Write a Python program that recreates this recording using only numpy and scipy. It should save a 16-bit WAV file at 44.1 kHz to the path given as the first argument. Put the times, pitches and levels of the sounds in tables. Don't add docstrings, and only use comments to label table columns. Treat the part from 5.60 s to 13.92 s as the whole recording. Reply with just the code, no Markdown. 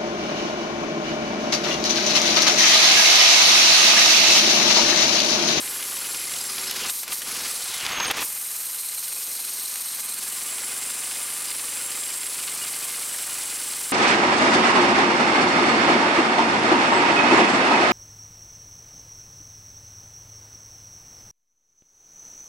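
import sys
import numpy as np
from scipy import signal
from scipy.fft import rfft, irfft
from scipy.io import wavfile
from scipy.ndimage import minimum_filter1d, map_coordinates

SR = 44100
rng = np.random.default_rng(int(sys.argv[2]) if len(sys.argv) > 2 else 0)


def unload_audio(sound):
    columns = np.transpose(np.atleast_2d(sound))
    steps = np.round(np.clip(columns, -1, 1) * 32767)
    wavfile.write(sys.argv[1], SR, steps.astype(np.int16))


N = 366912
TIME = np.arange(N) / SR


def from_db(db):
    return 10 ** (np.asarray(db) / 20)


def unit_rms(x):
    return x / np.sqrt(np.mean(x ** 2) + 1e-20)


def curves(rows):
    times, *columns = np.transpose(rows)
    return [np.interp(TIME, times, column) for column in columns]


def trapezoid(start, end, attack_s, release_s):
    return np.clip(np.minimum((TIME - start) / attack_s, 1 - (TIME - end) / release_s), 0, 1)


def lagged(x, seconds, start=0):
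    keep = np.exp(-1 / (seconds * SR))
    return signal.lfilter([1 - keep], [1, -keep], x, zi=[keep * start])[0]


def drift(rate):
    knots = rng.standard_normal(8192)
    coarse = TIME[::int(SR / (12 * rate)) + 1]
    spline = map_coordinates(knots, [coarse * rate], order=3, mode="wrap")
    return unit_rms(np.interp(TIME, coarse, spline))


def grains(per_s, spread_db):
    sizes = from_db(spread_db * np.minimum(rng.exponential(1, N), 4)) * rng.choice([-1, 1], N)
    return unit_rms(sizes * (rng.random(N) < per_s / SR))


def narrow_noise(hz, width_hz):
    lowpass = signal.butter(2, width_hz / 2, fs=SR, output="sos")
    envelope = signal.sosfilt(lowpass, rng.standard_normal(N) + 1j * rng.standard_normal(N))
    carrier = np.exp(2j * np.pi * np.cumsum(hz * np.ones(N)) / SR)
    return unit_rms((envelope * carrier).real)


def lift_db(hz, modes):
    return sum(lift / (1 + (2 * (hz - centre) / width) ** 2) for centre, width, lift in modes)


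def body(x, spectrum, modes=(), size=8192):
    hz = np.maximum(np.fft.rfftfreq(size, 1 / SR), 1)
    points_hz, points_db = np.transpose(spectrum)
    db = np.interp(np.log(hz), np.log(points_hz), points_db) + lift_db(hz, modes)
    gain = from_db(db) * np.minimum(hz / points_hz[0], 1)
    cepstrum = irfft(np.log(gain))[:size // 2]
    response = irfft(np.exp(rfft(2 * cepstrum, size)))[:size // 2]
    return unit_rms(signal.oaconvolve(x, response)[:N])


def pings(times, modes, decay_s, spread_db, detune):
    age = TIME[:SR // 16]
    decay = np.exp(-age / decay_s)
    out = np.zeros(N + len(age))
    for t, (pick, size, shift) in zip(times, rng.random((len(times), 3))):
        start = int(t * SR)
        hz = modes[int(pick * len(modes))][0] * (1 + detune * (2 * shift - 1))
        out[start:start + len(age)] += from_db(spread_db * size) * decay * np.sin(2 * np.pi * hz * age)
    return unit_rms(out[:N])


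# t/s, f/Hz
FIRING_RATE = [(0.0, 23.88), (1.8, 21.25), (2.25, 13.3), (2.43, 13.32), (2.5, 21.81), (2.75, 21.24),
               (3.48, 20.96), (3.71, 22.47), (4.2, 21.58), (4.72, 21.56), (4.94, 22.57), (5.12, 22.45),
               (5.61, 23.48), (5.82, 22.9), (6.45, 23.76), (7.05, 23.99), (7.85, 23.87), (8.32, 24.2)]
def engine_motion():
    firing_hz, = curves(FIRING_RATE)
    return firing_hz, np.cumsum(firing_hz) / SR - 0.13


def labouring(firing_hz):
    return np.clip((21.5 - firing_hz) / 3.8, 0, 1)


def surge(cycles, at, depth_db):
    return from_db(depth_db * np.cos(2 * np.pi * (cycles - at)))


# phase/cycles, level/dB, decay/cycles
STROKE_PULSES = [(.2, -2, 0.22), (.47, -23, 0.085), (.66, -7, 0.064), (0.961, -7, 0.17)]
def strokes(cycles, uneven_db):
    out = 0
    for at, db, decay in STROKE_PULSES:
        cycle, age = np.divmod(cycles - at, 1)
        strength = from_db(db + uneven_db * rng.uniform(-1, 1, 512))
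        out = out + strength[cycle.astype(int)] * np.exp(-age / decay)
    return out


# f/Hz, relative level/dB, decay/s
WOOD_MODES = [(128, -13, 0.018), (168, -8, 0.012), (202, -17, 0.014), (354, -9, 0.013)]
def thumps(cycles, firing_hz):
    age = TIME[:SR // 5]
    ring = sum(from_db(db) * np.exp(-age / decay) * np.sin(2 * np.pi * hz * age)
               for hz, db, decay in WOOD_MODES)
    firings = np.diff(np.floor(cycles), prepend=np.floor(cycles[0]))
    return from_db(-44) * signal.oaconvolve(firings * labouring(firing_hz) ** 2, ring)[:N]


# t/s, opening (0 shut, 1 wide open)
THROTTLE_OPENING = [(0, 0.95), (.5, 0.63), (.9, 0.87), (2.55, 1), (2.7, 0), (3.45, 0.05), (3.65, 0.87),
                    (4.2, 1), (5.3, 0.95), (6.3, 0.84)]
# order, relative level/dB with the throttle shut, half open, wide open
EXHAUST_HARMONICS = [(1, -24, -27, -28), (2, -12, -12.5, -11.5), (3, -19, -28, -20), (4, -20, -23, -25),
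                     (5, -16, -14, -20), (6, -11, -13, -13), (7, -16, -19.5, -15), (8, -9.5, -11.5, -15),
                     (9, -13, -17, -16.5), (10, -20, -22.5, -7.5), (11, -13, -13.5, -10),
                     (12, -21, -14.5, -12), (13, -22, -18, -8.5), (14, -14.5, -6.5, -12),
                     (15, -18, -14, -22), (16, -11, -12, -18.5), (17, -23, -9, -11), (18, -17, -12, -18),
                     (19, -34, -11.5, -15), (20, -18, -19, -15), (21, -23, -12, -18), (22, -16, -19, -33),
                     (23, -10, -6, -12.5), (24, -25, -6, -12)]
# f/Hz, width/Hz, lift/dB
MUFFLER_RESONANCES = [(171, 20, 3), (380, 20, 8.5), (485, 36, 2.5)]
# f/Hz, relative level/dB
PUFF_SPECTRUM = [(60, -13), (110, -20), (180, -8), (280, -8.5), (390, -0.5), (500, 5), (650, -8.5),
                 (1000, -2), (2500, -43)]
def exhaust(cycles, firing_hz):
    step = 8
    phase = (cycles - 0.97 + 0.0018 * drift(25))[::step]
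    throttle = curves(THROTTLE_OPENING)[0][::step]
    note = 0
    for order, *levels_db in EXHAUST_HARMONICS:
        lag = 0.34 * rng.uniform(-0.82, 1)
        db = np.interp(throttle, [0, 0.5, 1], levels_db)
        db += lift_db(order * firing_hz[::step], MUFFLER_RESONANCES)
        db += 1.5 * (order > 2) * drift(5)[::step]
        note = note + from_db(db) * np.cos(2 * np.pi * (order * phase + lag))
    note = unit_rms(np.interp(TIME, TIME[::step], note))
    puffs = body(rng.standard_normal(N) * (strokes(cycles, uneven_db=2) + 0.34), PUFF_SPECTRUM)
    return from_db(-1.5 - 9 * labouring(firing_hz)) * note + from_db(-5) * puffs


# f/Hz, relative level/dB
SHELL_SPECTRUM = [(200, -30), (500, -11), (750, -1.5), (1100, -2), (1700, 0.5), (2300, -3.5), (3200, -0.5),
                  (4200, -5.5), (7000, -15), (15000, -43)]
# f/Hz, width/Hz, lift/dB
SHELL_MODES = [(1035, 68, 3.5), (1186, 56, 5.5), (1433, 21, 3.5), (2020, 10, 3.5), (2100, 59, 6.5),
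               (2286, 58, 1.5), (2475, 320, 5), (2930, 99, 3)]
def clatter(cycles):
    force = surge(cycles, at=0.64, depth_db=1.5) * (2.5 + 0.4 * strokes(cycles, uneven_db=3))
    force *= from_db(0.81 * drift(70))
    return body(grains(per_s=7000, spread_db=2) * force, SHELL_SPECTRUM, SHELL_MODES)


def rattle(cycles, at=(0.52, 0.7, 0.77, 0.84), looseness=0.02966):
    due = (np.arange(int(cycles[-1]))[:, None] + np.array(at)).ravel()
    times = np.interp(due + looseness * rng.standard_normal(len(due)), cycles, TIME)
    return pings(times, SHELL_MODES[1:], decay_s=0.0066, spread_db=2.5, detune=0.043)


# t/s, exhaust level/dB, clatter level/dB
ENGINE_LEVELS = [(0, -49, -39), (.9, -51, -40.5), (1.25, -49, -37.5), (1.8, -50, -40.5),
                 (2.0, -48.5, -40.5), (2.3, -55, -42), (2.5, -49, -45), (2.545, -52, -38.5),
                 (2.58, -51, -43), (2.7, -53.5, -41.5), (3.35, -55, -41.5), (3.65, -52.5, -41),
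                 (4.15, -53, -39.5), (5, -51.5, -39.5), (8.32, -51, -40)]
def engine(cycles, firing_hz):
    exhaust_db, clatter_db = curves(ENGINE_LEVELS)
    pops = from_db(exhaust_db) * exhaust(cycles, firing_hz)
    mechanics = from_db(clatter_db) * (clatter(cycles) + from_db(-10.5) * rattle(cycles))
    return pops + mechanics + thumps(cycles, firing_hz)


# start t/s, end t/s, first f/Hz, final f/Hz, level/dB
KERF_PINCHES = [(0.596, 1.277, 5160, 2537, -46), (1.783, 2.231, 4500, 2710, -42.5)]
def pinch():
    out = 0
    for start, end, first_hz, final_hz, db in KERF_PINCHES:
        closed = np.clip((TIME - start) / (end - start), 0, 1)
        hz = first_hz + (final_hz - first_hz) * closed ** 3.2
        envelope = from_db(db) * trapezoid(start, end, attack_s=0.23, release_s=0.022)
        out = out + envelope * narrow_noise(hz, width_hz=710)
    return out


# start t/s, end t/s, f/Hz, level/dB, waver as a fraction of f
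BAND_SQUEALS = [(0.144, 0.18, 11500, -49, .002), (.555, 0.602, 7490, -44, .002),
                (.59, 0.638, 11300, -43, .002), (0.78, .9, 7430, -41, .004), (0.8, 0.823, 4920, -32, 0.016),
                (0.882, 0.91, 5050, -38, .008), (1.0, 1.08, 7450, -42, .002),
                (1.066, 1.12, 5210, -39, .005), (1.133, 1.153, 5200, -41, .005),
                (1.208, 1.25, 3030, -36.5, 0.055), (1.928, 1.95, 13500, -36, .012),
                (1.17, 1.255, 5000, -44.5, 0.0063), (2.317, 2.41, 6430, -48, 0.00086),
                (2.405, 2.474, 6410, -45, 0.0012), (2.47, 2.513, 6400, -46, 0.0033),
                (2.282, 2.483, 12100, -59, .007), (2.462, 2.494, 8800, -44, 0.005),
                (2.46, 2.487, 9330, -51, .008), (3.56, 3.6, 2520, -44, .008), (3.67, 3.7, 2520, -53, .008),
                (3.8, 3.85, 2540, -48, .008), (5.87, 5.923, 4830, -44, 0.01),
                (7.011, 7.047, 2890, -38, 0.0063)]
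def squeals(edge_s=0.0081):
    out, slip, grip = np.zeros(N), drift(230), from_db(2 * drift(50))
    for start, end, hz, db, waver in BAND_SQUEALS:
        span = slice(int(start * SR), int(end * SR))
        phase = 2 * np.pi * np.cumsum(hz * (1 + waver * slip[span])) / SR
        envelope = from_db(db) * trapezoid(start, end - edge_s, edge_s, edge_s)[span]
        out[span] += envelope * np.sqrt(2) * np.sin(phase)
    return out * grip


# t/s, relative thud level/dB, relative spit level/dB, decay/s
TOOTH_SNAGS = [(.226, -25, -38, .005), (.718, -27, -39, .005), (0.763, -28, -38, .005),
               (.98, -24, -39, 0.0062), (1.096, -24, -36, 0.0037), (1.111, -36, -18.5, 0.0041),
               (1.16, -29, -29, 0.0094), (1.296, -25, -28, .004), (1.431, -34, -15, .0057),
               (1.478, -33, -17.5, 0.0029), (1.521, -29, -31, .005), (1.618, -34, -17.5, 0.0046),
               (1.856, -31, -42, 0.0062), (2.264, -14, -28, 0.0013), (2.401, -26, -54, 0.0024),
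               (2.511, -24, -21, 0.005), (2.569, -46, -37, .0091), (2.619, -37, -31, 0.0028),
               (3.525, -43, -24, .003), (4.157, -37, -15.5, .0025), (4.5, -40, -29, 0.0027),
               (4.784, -33, -23, .0025), (5.302, -23, -40, .003), (5.994, -26, -40, .004),
               (6.493, -30, -40, 0.0031), (6.631, -24.5, -40, .0034), (6.672, -25, -40, 0.0022),
               (6.799, -28, -32, 0.0043), (6.836, -27, -42, .005), (6.877, -23, -42, .002),
               (7.04, -28, -42, 0.0031), (7.585, -33, -40, 0.0042), (8.134, -26, -40, .004)]
# f/Hz, relative level/dB
WOOD_SPECTRUM = [(250, -5.5), (500, -18), (1000, -11.5), (2700, 4), (4500, 3.5), (7000, -5.5), (15000, -56)]
STEEL_SPECTRUM = [(2000, 0), (5000, -3), (8500, -2.5), (13000, 1.5), (15700, -31)]
def knocks(rise_s=0.0006):
    wood, steel = np.zeros(N), np.zeros(N)
    age = TIME[:SR // 8]
    for t, thud_db, spit_db, decay in TOOTH_SNAGS:
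        span = slice(int(t * SR), int(t * SR) + len(age))
        blow = (1 - np.exp(-age / rise_s)) * np.exp(-age / decay)
        wood[span] += from_db(thud_db - 1) * blow
        steel[span] += from_db(spit_db - 0.5) * blow
    thuds = wood * body(rng.standard_normal(N), WOOD_SPECTRUM)
    spits = steel * body(rng.standard_normal(N), STEEL_SPECTRUM)
    return thuds + spits


# t/s, level/dB
CHATTER_LEVEL = [(0, -46), (1.2, -43), (1.4, -54), (3.3, -48), (4.3, -48), (5, -48), (6.6, -44),
                 (8.32, -48)]
# f/Hz, width/Hz, lift/dB
CATCH_MODES = [(2112, 83, -8.5), (2497, 120, -1.5), (2943, 140, -2), (4400, 200, -6), (4940, 160, 3.5)]
def chatter(count=420):
    times = rng.uniform(0, TIME[-1], count)
    catches = np.zeros(N)
    catches[(times * SR).astype(int)] = from_db(8 * rng.random(count))
    bursts = lagged(catches, seconds=0.0034)
    grit = body(grains(per_s=5000, spread_db=0.5) * bursts, WOOD_SPECTRUM, CATCH_MODES)
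    rings = pings(times, CATCH_MODES, decay_s=0.011, spread_db=6, detune=0.019)
    return from_db(curves(CHATTER_LEVEL)[0]) * (grit + from_db(-2.5) * rings)


# start t/s, end t/s, first level/dB, last level/dB
BIND_SPANS = [(2.23, 2.484, -46, -38.5), (2.498, 2.52, -35, -28), (2.52, 2.553, -39, -37),
              (2.568, 2.612, -35, -42), (2.613, 2.626, -34, -30.5)]
# f/Hz, relative level/dB
CRUNCH_SPECTRUM = [(200, -7), (600, -6), (1050, 3.5), (1500, -1.5), (2500, 2), (3500, -3), (5000, -17),
                   (9000, -30), (15000, -46)]
def groan(cycles):
    grip = 0
    for start, end, first_db, last_db in BIND_SPANS:
        db = np.interp(TIME, [start, end], [first_db, last_db])
        grip = grip + from_db(db) * trapezoid(start, end, attack_s=0.004, release_s=0.0074)
    force = surge(cycles, at=1, depth_db=2) * from_db(4 * drift(190))
    return grip * body(grains(per_s=3500, spread_db=3) * force, CRUNCH_SPECTRUM, CATCH_MODES)


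def chirps(cycles, firing_hz, per_firing=3.3):
    hz = 10670 + 894 * np.clip(firing_hz - 22.8, 0, 1)
    age = (per_firing * cycles + 0.11 * drift(60)) % 1
    return from_db(-4) * unit_rms(narrow_noise(hz, width_hz=2100) * age * np.exp(-age / 0.08))


def skid_ring(cycles, skid):
    waver = 1 + 0.005 * drift(7.4) + 0.0095 * np.cos(2 * np.pi * (cycles - 0.74))
    low = from_db(-13) * narrow_noise(4120 * waver, width_hz=480)
    high = from_db(-5.5) * narrow_noise(8520 * waver, width_hz=280)
    envelope = skid ** 0.25 * lagged(skid, seconds=0.46)
    shake = surge(cycles, at=0.74, depth_db=0.5) * from_db(4.2 * drift(120))
    return envelope * shake * (low + high)


# f/Hz, width/Hz, relative level/dB when biting, when gliding
STEEL_MODES = [(7435, 89, -12, -12.5), (7900, 43, -15, -19), (8350, 120, -27, -12), (8670, 150, -14, -20),
               (10180, 140, -12, -31), (10610, 130, -15, -11), (10940, 230, -28, -12.5),
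               (11370, 110, -15, -36), (12200, 460, -16, -12), (13600, 200, -28, -24)]
# t/s, f/Hz, relative level/dB
GLIDE_WHINE = [(4.7, 9050, -10), (5.8, 9200, -5), (7.2, 9110, -11.5), (7.6, 9010, -24), (8.32, 9000, -4)]
def band_ring(bite, glide):
    out, biting, gliding = 0, np.sqrt(bite), np.sqrt(glide)
    for hz, width_hz, bite_db, glide_db in STEEL_MODES:
        mode = signal.butter(2, [hz - width_hz / 2, hz + width_hz / 2], "band", fs=SR, output="sos")
        gain = np.hypot(biting * from_db(bite_db), gliding * from_db(glide_db))
        swell = from_db(2.5 * drift(4))
        out = out + gain * swell * unit_rms(signal.sosfilt(mode, rng.standard_normal(N)))
    whine_hz, whine_db = curves(GLIDE_WHINE)
    out += gliding * from_db(whine_db) * narrow_noise(whine_hz, width_hz=160)
    pitch_ratio = 1 + 0.0016 * drift(4)
    return map_coordinates(out, [np.cumsum(pitch_ratio)], order=5, mode="mirror")


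def tooth_plucks(count=500):
    times = rng.uniform(0, TIME[-1], count)
    return pings(times, STEEL_MODES[:6], decay_s=0.014, spread_db=14, detune=0.012)


# start t/s, end t/s, release/s
SKID_SPANS = [(1.3, 1.413, 0.059), (1.523, 1.594, 0.032), (2.6, 4.255, .85)]
# t/s, share (0 biting, 1 gliding)
KERF_FREEDOM = [(0, 0.032), (1.7, 0.29), (2.5, 0.66), (4.9, 0.89), (6, .92), (8.32, 1)]
def contact(attack_s=0.0049):
    skids = sum(trapezoid(start, end, attack_s, release) for start, end, release in SKID_SPANS)
    skid = np.clip(skids, 0, 1) ** 2
    free, = curves(KERF_FREEDOM)
    return (1 - skid) * (1 - free), skid, (1 - skid) * free


def band_drive(cycles, firing_hz, bite, skid, unloaded_hz=25.13):
    flutter_hz = firing_hz * (3.3 * bite + 3.7 * (1 - bite)) * (1 + 0.0205 * drift(26))
    flutter = 1 + 0.09 * (1 - 0.16 * skid) * np.cos(2 * np.pi * np.cumsum(flutter_hz) / SR)
    jerk_db = -1.65 + 0.92 * np.clip(unloaded_hz - firing_hz, 0, 2.5)
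    crank_turns = 2 * cycles
    return flutter * surge(cycles, at=0.87, depth_db=jerk_db) * surge(crank_turns, 0.6, jerk_db)


# t/s, hiss level/dB, rasp level/dB
CUT_LEVELS = [(0, -32, -38.5), (.6, -32, -36), (.95, -34.5, -36), (1.28, -40, -37.5), (1.3, -27.3, -34),
              (1.43, -27, -32.5), (1.46, -39, -38), (1.51, -38, -39), (1.535, -28.5, -35),
              (1.6, -30.5, -34), (1.64, -34.5, -40), (1.7, -35.5, -36), (1.85, -38, -38),
              (1.95, -30.5, -36), (2.18, -38.5, -39), (2.38, -56.5, -55), (2.55, -50, -42), (2.6, -47, -43),
              (2.65, -31.5, -42.5), (4, -30.5, -36), (5, -31, -39.5), (8.32, -31, -38)]
# f/Hz, relative level/dB
RASP_SPECTRUM = [(1500, -18), (3000, -7.5), (4100, 2.5), (5500, 3.5), (6800, 2), (8000, -12), (11000, -42),
                 (15500, -7)]
BITE_SPECTRUM = [(4000, -8.5), (6800, -4), (7500, 0), (8500, -3), (9500, 3.5), (10600, -1.5), (11700, 0.5),
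                 (12500, -6), (13200, -3), (15700, -20)]
SKID_SPECTRUM = [(4000, -21.5), (6500, -1.5), (8000, 0), (8450, 5), (9300, 4), (10500, 3.5), (12000, 5),
                 (13300, 2), (14600, -1), (15700, -20)]
GLIDE_SPECTRUM = [(4000, -19), (6900, -6.5), (7500, 0.5), (8500, 0), (9800, 0.5), (10900, -4), (11500, -7),
                  (12600, -16), (13200, -6), (14300, -10), (15700, -15)]
# f/Hz, width/Hz, lift/dB
SKID_RESONANCES = [(7460, 68, 2.5), (8400, 170, 4.1), (14900, 200, 4)]
def band(cycles, firing_hz):
    bite, skid, glide = contact()
    drive = band_drive(cycles, firing_hz, bite, skid)
    force = unit_rms(drive * from_db(0.57 * drift(70) + drift(500)))
    tearing = grains(per_s=16000, spread_db=2.5) * drive * from_db(1.58 * drift(110))
    rasp = from_db(3 * skid) * body(tearing, RASP_SPECTRUM)
    hiss = from_db(-13) * tooth_plucks() * np.sqrt(1 - skid)
    hiss += band_ring(bite, glide) * force + skid_ring(cycles, skid)
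    catch = surge(cycles, at=0.92, depth_db=2 * np.sin(np.pi * skid))
    for share, gain, spectrum, modes in ((bite, from_db(-1.5), BITE_SPECTRUM, ()),
                                         (skid, from_db(4) * catch, SKID_SPECTRUM, SKID_RESONANCES),
                                         (glide, from_db(-1), GLIDE_SPECTRUM, ())):
        friction = grains(per_s=20000, spread_db=0.5) * force
        hiss += np.sqrt(share) * gain * body(friction, spectrum, modes)
    hiss += bite * chirps(cycles, firing_hz)
    hiss_db, rasp_db = curves(CUT_LEVELS)
    return from_db(rasp_db) * rasp + from_db(hiss_db) * hiss


def scene():
    firing_hz, cycles = engine_motion()
    motor = engine(cycles, firing_hz)
    saw = band(cycles, firing_hz) + pinch() + groan(cycles) + chatter() + squeals() + knocks()
    return np.tile(motor + saw, (2, 1))


def gain_control(x, target_db=-29, max_gain_db=11.5, attack_s=0.00088, hold_s=0.012, release_db_s=183):
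    sensed = signal.lfilter([1, -0.59], [1], x) ** 2
    power = lagged(sensed, seconds=0.015, start=sensed[:SR // 20].mean())
    excess_db = np.maximum(10 * np.log10(power + 1e-12) - target_db, -max_gain_db)
    half_hold = int(hold_s * SR / 2)
    held_db = -minimum_filter1d(-excess_db, 2 * half_hold + 1, origin=half_hold)
    recovery_db = release_db_s * TIME
    cut_db = np.maximum.accumulate(held_db + recovery_db) - recovery_db
    return from_db(-lagged(cut_db, attack_s, start=cut_db[0]))


def record(dry):
    low_cut_hz, high_cut_hz, peak_limit = 28, 15800, 0.26
    heard = signal.sosfilt(signal.butter(4, low_cut_hz, "high", fs=SR, output="sos"), dry)
    levelled = peak_limit * np.tanh(heard * gain_control(heard[0]) / peak_limit)
    return signal.sosfilt(signal.ellip(12, 0.1, 80, high_cut_hz, fs=SR, output="sos"), levelled)


dry = scene()
out = record(dry)
unload_audio(out)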